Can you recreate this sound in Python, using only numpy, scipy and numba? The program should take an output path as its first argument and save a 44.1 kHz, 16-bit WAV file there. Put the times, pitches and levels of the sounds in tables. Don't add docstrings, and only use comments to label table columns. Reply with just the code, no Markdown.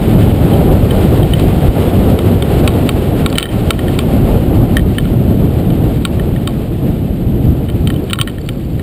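import sys
import numpy as np
from scipy import signal
from scipy.fft import rfft, irfft, next_fast_len
from scipy.io import wavfile
from scipy.ndimage import map_coordinates
from numba import njit

SR = 44100
rng = np.random.default_rng(int(sys.argv[2]) if len(sys.argv) > 2 else 0)


def bounce(signal):
    frames = np.transpose(np.atleast_2d(signal))
    limited = np.clip(frames, -1, 1)
    pcm = np.round(limited * 32767).astype(np.int16)
    wavfile.write(sys.argv[1], SR, pcm)


N = 388962


def amp(db):
    return 10 ** (np.asarray(db) / 20)


def unit(x):
    return x / np.sqrt(np.mean(x ** 2) + 1e-20)


def curves(rows):
    times, *columns = np.transpose(rows)
    t = np.arange(N) / SR
    return [np.interp(t, times, column) for column in columns]


def wobble(rate):
    knots = rng.standard_normal(int(N * rate / SR) + 4)
    return map_coordinates(knots, [np.arange(N) * rate / SR])


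def filtered(x, response):
    size = next_fast_len(N + 8192)
    spectrum = rfft(x, size) * response(np.fft.rfftfreq(size, 1 / SR))
    return irfft(spectrum, size)[..., :N]


def rush(points, ring=lambda hz: 1):
    point_hz, point_db = np.transpose(points)

    def colour(hz):
        return amp(np.interp(np.log(hz + 1), np.log(point_hz + 1), point_db)) * ring(hz)
    return unit(filtered(rng.standard_normal(N), colour))


# (frequency [Hz], relative level per Hz [dB])
BUFFET_SPECTRUM = [(8.8, -50), (15, -19), (43, -3), (101, 0), (183, -3.5), (350, -12.5), (460, -42),
                   (770, -120)]


def large_eddies(buffet_db, gust):
    level_db = buffet_db + 1.65 * gust + 1.34 * wobble(25)
    return amp(level_db) * rush(BUFFET_SPECTRUM)


THUMP_S, THUMP_DB, THUMP_HZ = 1.691, 6, 60.4


def thump():
    phase = 2 * np.pi * THUMP_HZ * (np.arange(N) / SR - THUMP_S)
    return amp(THUMP_DB) * np.sin(phase) * np.exp(-(phase / 2.7) ** 2)


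# (frequency [Hz], relative level per Hz [dB])
EDDY_SPECTRUM = [(120, -32.5), (250, 0), (400, 0), (600, -6), (780, -10), (950, -19.5), (1400, -23.5),
                 (2500, -57)]
EDDY_DB, EDDY_LIKE_HISS = 6, 0.54
DARK_HZ, FAST_HISS_DB, SLOW_HISS_DB = 470, -32.5, -51


def small_eddies(buffet_db, hiss_db, gust):
    blend_db = buffet_db + EDDY_LIKE_HISS * (hiss_db - buffet_db)
    bright = rush(EDDY_SPECTRUM)
    dark = filtered(bright, lambda hz: 1 / (1 + (hz / DARK_HZ) ** 2))
    slow = np.clip((FAST_HISS_DB - hiss_db) / (FAST_HISS_DB - SLOW_HISS_DB), 0, 1)
    level_db = EDDY_DB + blend_db + 1.35 * gust + 1.05 * wobble(30)
    return amp(level_db) * ((1 - slow) * bright + slow * dark)


# (frequency [Hz], relative level per Hz [dB])
HISS_SPECTRUM = [(500, -40), (900, -6), (1300, -6.5), (2000, -5.5), (3000, -4.5), (3900, -9), (4800, -15),
                 (5500, -21.5), (6000, -25), (6600, -86)]


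def housing_hiss(hiss_db, gust):
    def ring(hz):
        peaks = [amp(db) / np.sqrt(1 + ((hz - mode_hz) * t60 / 0.55) ** 2)
                 for mode_hz, db, t60 in HOUSING_MODES[:4]]
        return 1 + 0.15 * sum(peaks)
    level_db = hiss_db + 0.49 * gust + 1.36 * wobble(40)
    return amp(level_db) * rush(HISS_SPECTRUM, ring)


# (time [s], buffet level [dB], hiss level [dB])
AIRFLOW = [(0, -12, -33), (.3, -4.5, -29), (1.4, -7, -30), (2.1, -9.5, -31), (2.6, -9.5, -31),
           (3.1, -10, -33.5), (3.6, -14.5, -33.5), (4.1, -10, -34), (4.7, -8, -35.5), (5.15, -14, -40),
           (5.65, -8.5, -37), (6.1, -12, -38.5), (6.7, -14, -39.5), (7.35, -12.5, -42.5),
           (7.6, -10.5, -40.5), (7.85, -12, -41.5), (8.1, -15.5, -41.5), (8.5, -18, -43.5),
           (8.82, -18.5, -44)]


def wind():
    buffet_db, hiss_db = curves(AIRFLOW)
    gust = wobble(9)
    buffeting = large_eddies(buffet_db, gust) + small_eddies(buffet_db, hiss_db, gust)
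    return buffeting + housing_hiss(hiss_db, gust) + thump()


# (centre frequency [Hz], relative level [dB], decay time t60 [s])
HOUSING_MODES = [(1098, -10.5, 0.064), (1363, -1.5, 0.024), (1822, 0, 0.024), (3068, 4.5, 0.025),
                 (2327, 2, 0.012), (2623, 2.5, 0.0095), (3270, 4.5, 0.011), (3774, 1, 0.014),
                 (4466, -5.5, 0.015), (4855, -9.5, 0.01)]
MODE_PART = [0, 1, 2, 3, 4, 4, 4, 4, 5, 5]
PLACES_HIT = {"frame": (-12, -12, -23, -18.5, -9.5, -10.5, -6.5, 1.8),
              "housing": (-26, -16, -21, -14, -12, -12, -8, 1.56),
              "latch": (-30, -28, -13, -8.5, -9, -28, -30, 3),
              "clamp": (-17.5, -14.5, -8.5, -15, -15.5, -18.5, -16, 1.58),
              "mount": (-12, -7.5, -17, -21, -20, -26, -20, 1),
              "strap": (-8, -16, -22, -17, -14, 2.5, -6, 1.6)}
DETUNE_S = 0.00029
CRACK_T60_S = 0.0064
KNOCK_LENGTH = SR // 8


def knock(place, variation_db):
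    *parts_db, crack_db, contact_ms = PLACES_HIT[place]
    t = np.arange(KNOCK_LENGTH) / SR
    hz, mode_db, t60 = np.transpose(HOUSING_MODES)[:, :, None]
    level_db = mode_db + np.take(parts_db, MODE_PART)[:, None] + variation_db[:, None]
    pitch = hz * (1 + DETUNE_S / t60 * rng.standard_normal(hz.shape))
    modes = amp(level_db - 60 * t / t60) * np.sin(2 * np.pi * pitch * t)
    snap = np.diff(rng.standard_normal(len(t) + 1))
    crack = amp(crack_db - 60 * t / CRACK_T60_S) * snap
    swell = 1 - np.exp(-(t / (contact_ms / 1000)) ** 2)
    return swell * (crack + np.sum(modes, axis=0))


def add_knock(out, s, db, place, variation_db):
    start = round(s * SR)
    out[start:start + KNOCK_LENGTH] += amp(db) * knock(place, variation_db)


# (time [s], strength [dB], place [name])
RIGGING_KNOCKS = [(0.2287, -9, "latch"), (0.535, -8, "latch"), (0.908, -1, "latch"), (1.2295, -1, "latch"),
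                  (1.3343, 1, "latch"), (1.337, -7, "clamp"), (1.396, -1, "frame"), (2.1884, 0.5, "frame"),
                  (2.4233, 3.5, "housing"), (2.6764, 12, "frame"), (2.738, -8, "housing"),
                  (2.8906, 7.5, "frame"), (3.261, 8.5, "frame"), (3.3265, -3, "frame"),
                  (3.3543, -2, "latch"), (3.3762, -5, "clamp"), (3.3827, 15.5, "housing"),
                  (3.397, 5, "housing"), (3.406, -1, "frame"), (3.42, -4, "latch"),
                  (3.4274, 11.5, "housing"), (3.438, 2, "latch"), (3.4553, 2, "clamp"),
                  (3.466, -5, "clamp"), (3.488, -4.5, "latch"), (3.512, -16, "latch"),
                  (3.706, 14.5, "frame"), (3.7912, -3.5, "clamp"), (3.882, -7.5, "clamp"),
                  (3.989, 5, "frame"), (4.7681, 8, "clamp"), (4.7815, -6, "clamp"), (4.7937, -4, "clamp"),
                  (4.9832, 5.5, "clamp"), (5.0543, -10, "mount"), (5.703, -9.5, "housing"),
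                  (6.0511, 8, "frame"), (6.196, -7.5, "clamp"), (6.362, -12.5, "clamp"),
                  (6.474, 3, "frame"), (7.455, -28, "strap"), (7.686, -13, "latch"), (7.692, -14, "mount"),
                  (7.699, -11, "housing"), (7.873, 1.5, "housing"), (7.9018, -0.5, "clamp"),
                  (7.94, -18, "housing"), (7.96, -15, "latch"), (8.04, -25, "strap"), (8.0974, -6, "latch"),
                  (8.107, -4, "frame"), (8.132, 12.5, "housing"), (8.1882, 4, "mount"),
                  (8.198, -3, "latch"), (8.213, 12, "frame"), (8.2741, 0.5, "clamp"), (8.2826, -6, "clamp"),
                  (8.296, -15, "housing"), (8.383, -15, "clamp"), (8.414, -22, "strap"),
                  (8.462, -24, "strap"), (8.476, -25, "strap"), (8.489, -1, "housing"),
                  (8.7947, -12, "clamp")]
RATTLE_S, RATTLE_DB = .035, -20


def rigging():
    out = np.zeros(N + SR)
    for s, db, place in RIGGING_KNOCKS:
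        add_knock(out, s - .0007, db, place, 2 * rng.standard_normal(len(HOUSING_MODES)))
        for late in rng.random(3):
            variation_db = rng.uniform(-7, 7, len(HOUSING_MODES))
            add_knock(out, s + RATTLE_S * late, db + RATTLE_DB - 8 * late, "frame", variation_db)
    return out[:N]


# (from [s], to [s], level of about the faintest tick [dB])
HANDLING_SPANS = [(0, 8.8, -41), (3.3, 3.3, -34), (7.65, 8.8, -38), (8.1, 8.8, -37)]
HANDLING_TICKS = (120, 14, 20, 30)


def handling():
    out = np.zeros(N + SR)
    for (start, end, db), count in zip(HANDLING_SPANS, HANDLING_TICKS):
        for when, size in rng.random((count, 2)):
            tick_db = db - 3.4 * np.log(size + .06)
            variation_db = rng.uniform(-5, 5, len(HOUSING_MODES))
            add_knock(out, start + when * (end - start), tick_db, "strap", variation_db)
    return out[:N]


def scene():
    return (wind() + rigging() + handling())[None]


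@njit
def follow(level, top, attack, hold, release):
    gain, g, wait = np.empty_like(level), 1., 0.
    for i in range(len(level)):
        if g * level[i] > top:
            g -= attack * (g - top / level[i])
            wait = hold
        elif wait > 0:
            wait -= 1
        else:
            g = min(1., g * release)
        gain[i] = g
    return gain


HELD_RATE = 12000
TOP_HZ, ROLL_HZ = 16424, 15350


def record(dry):
    x = signal.resample_poly(dry[0], 40, 147)
    attack_s, hold_s, release_db_per_s, treble = 0.0011, 0.049, 137, 1.8
    sensed = np.abs(x + treble * np.diff(x, prepend=0))
    attack = 1 / (1 + attack_s * HELD_RATE)
    release = float(amp(release_db_per_s / HELD_RATE))
    x = x * follow(sensed, 1.06, attack, hold_s * HELD_RATE, release)
    clipped = x / (1 + np.abs(x / 1.01) ** 8) ** (1 / 8)
    held = signal.resample_poly(np.repeat(clipped, 4), 147, 160)
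    held = np.pad(held, (0, 8))[None, :N]
    return filtered(held, lambda hz: (hz < TOP_HZ) / np.sqrt(1 + (hz / ROLL_HZ) ** 150))


dry = scene()
out = record(dry)
bounce(out)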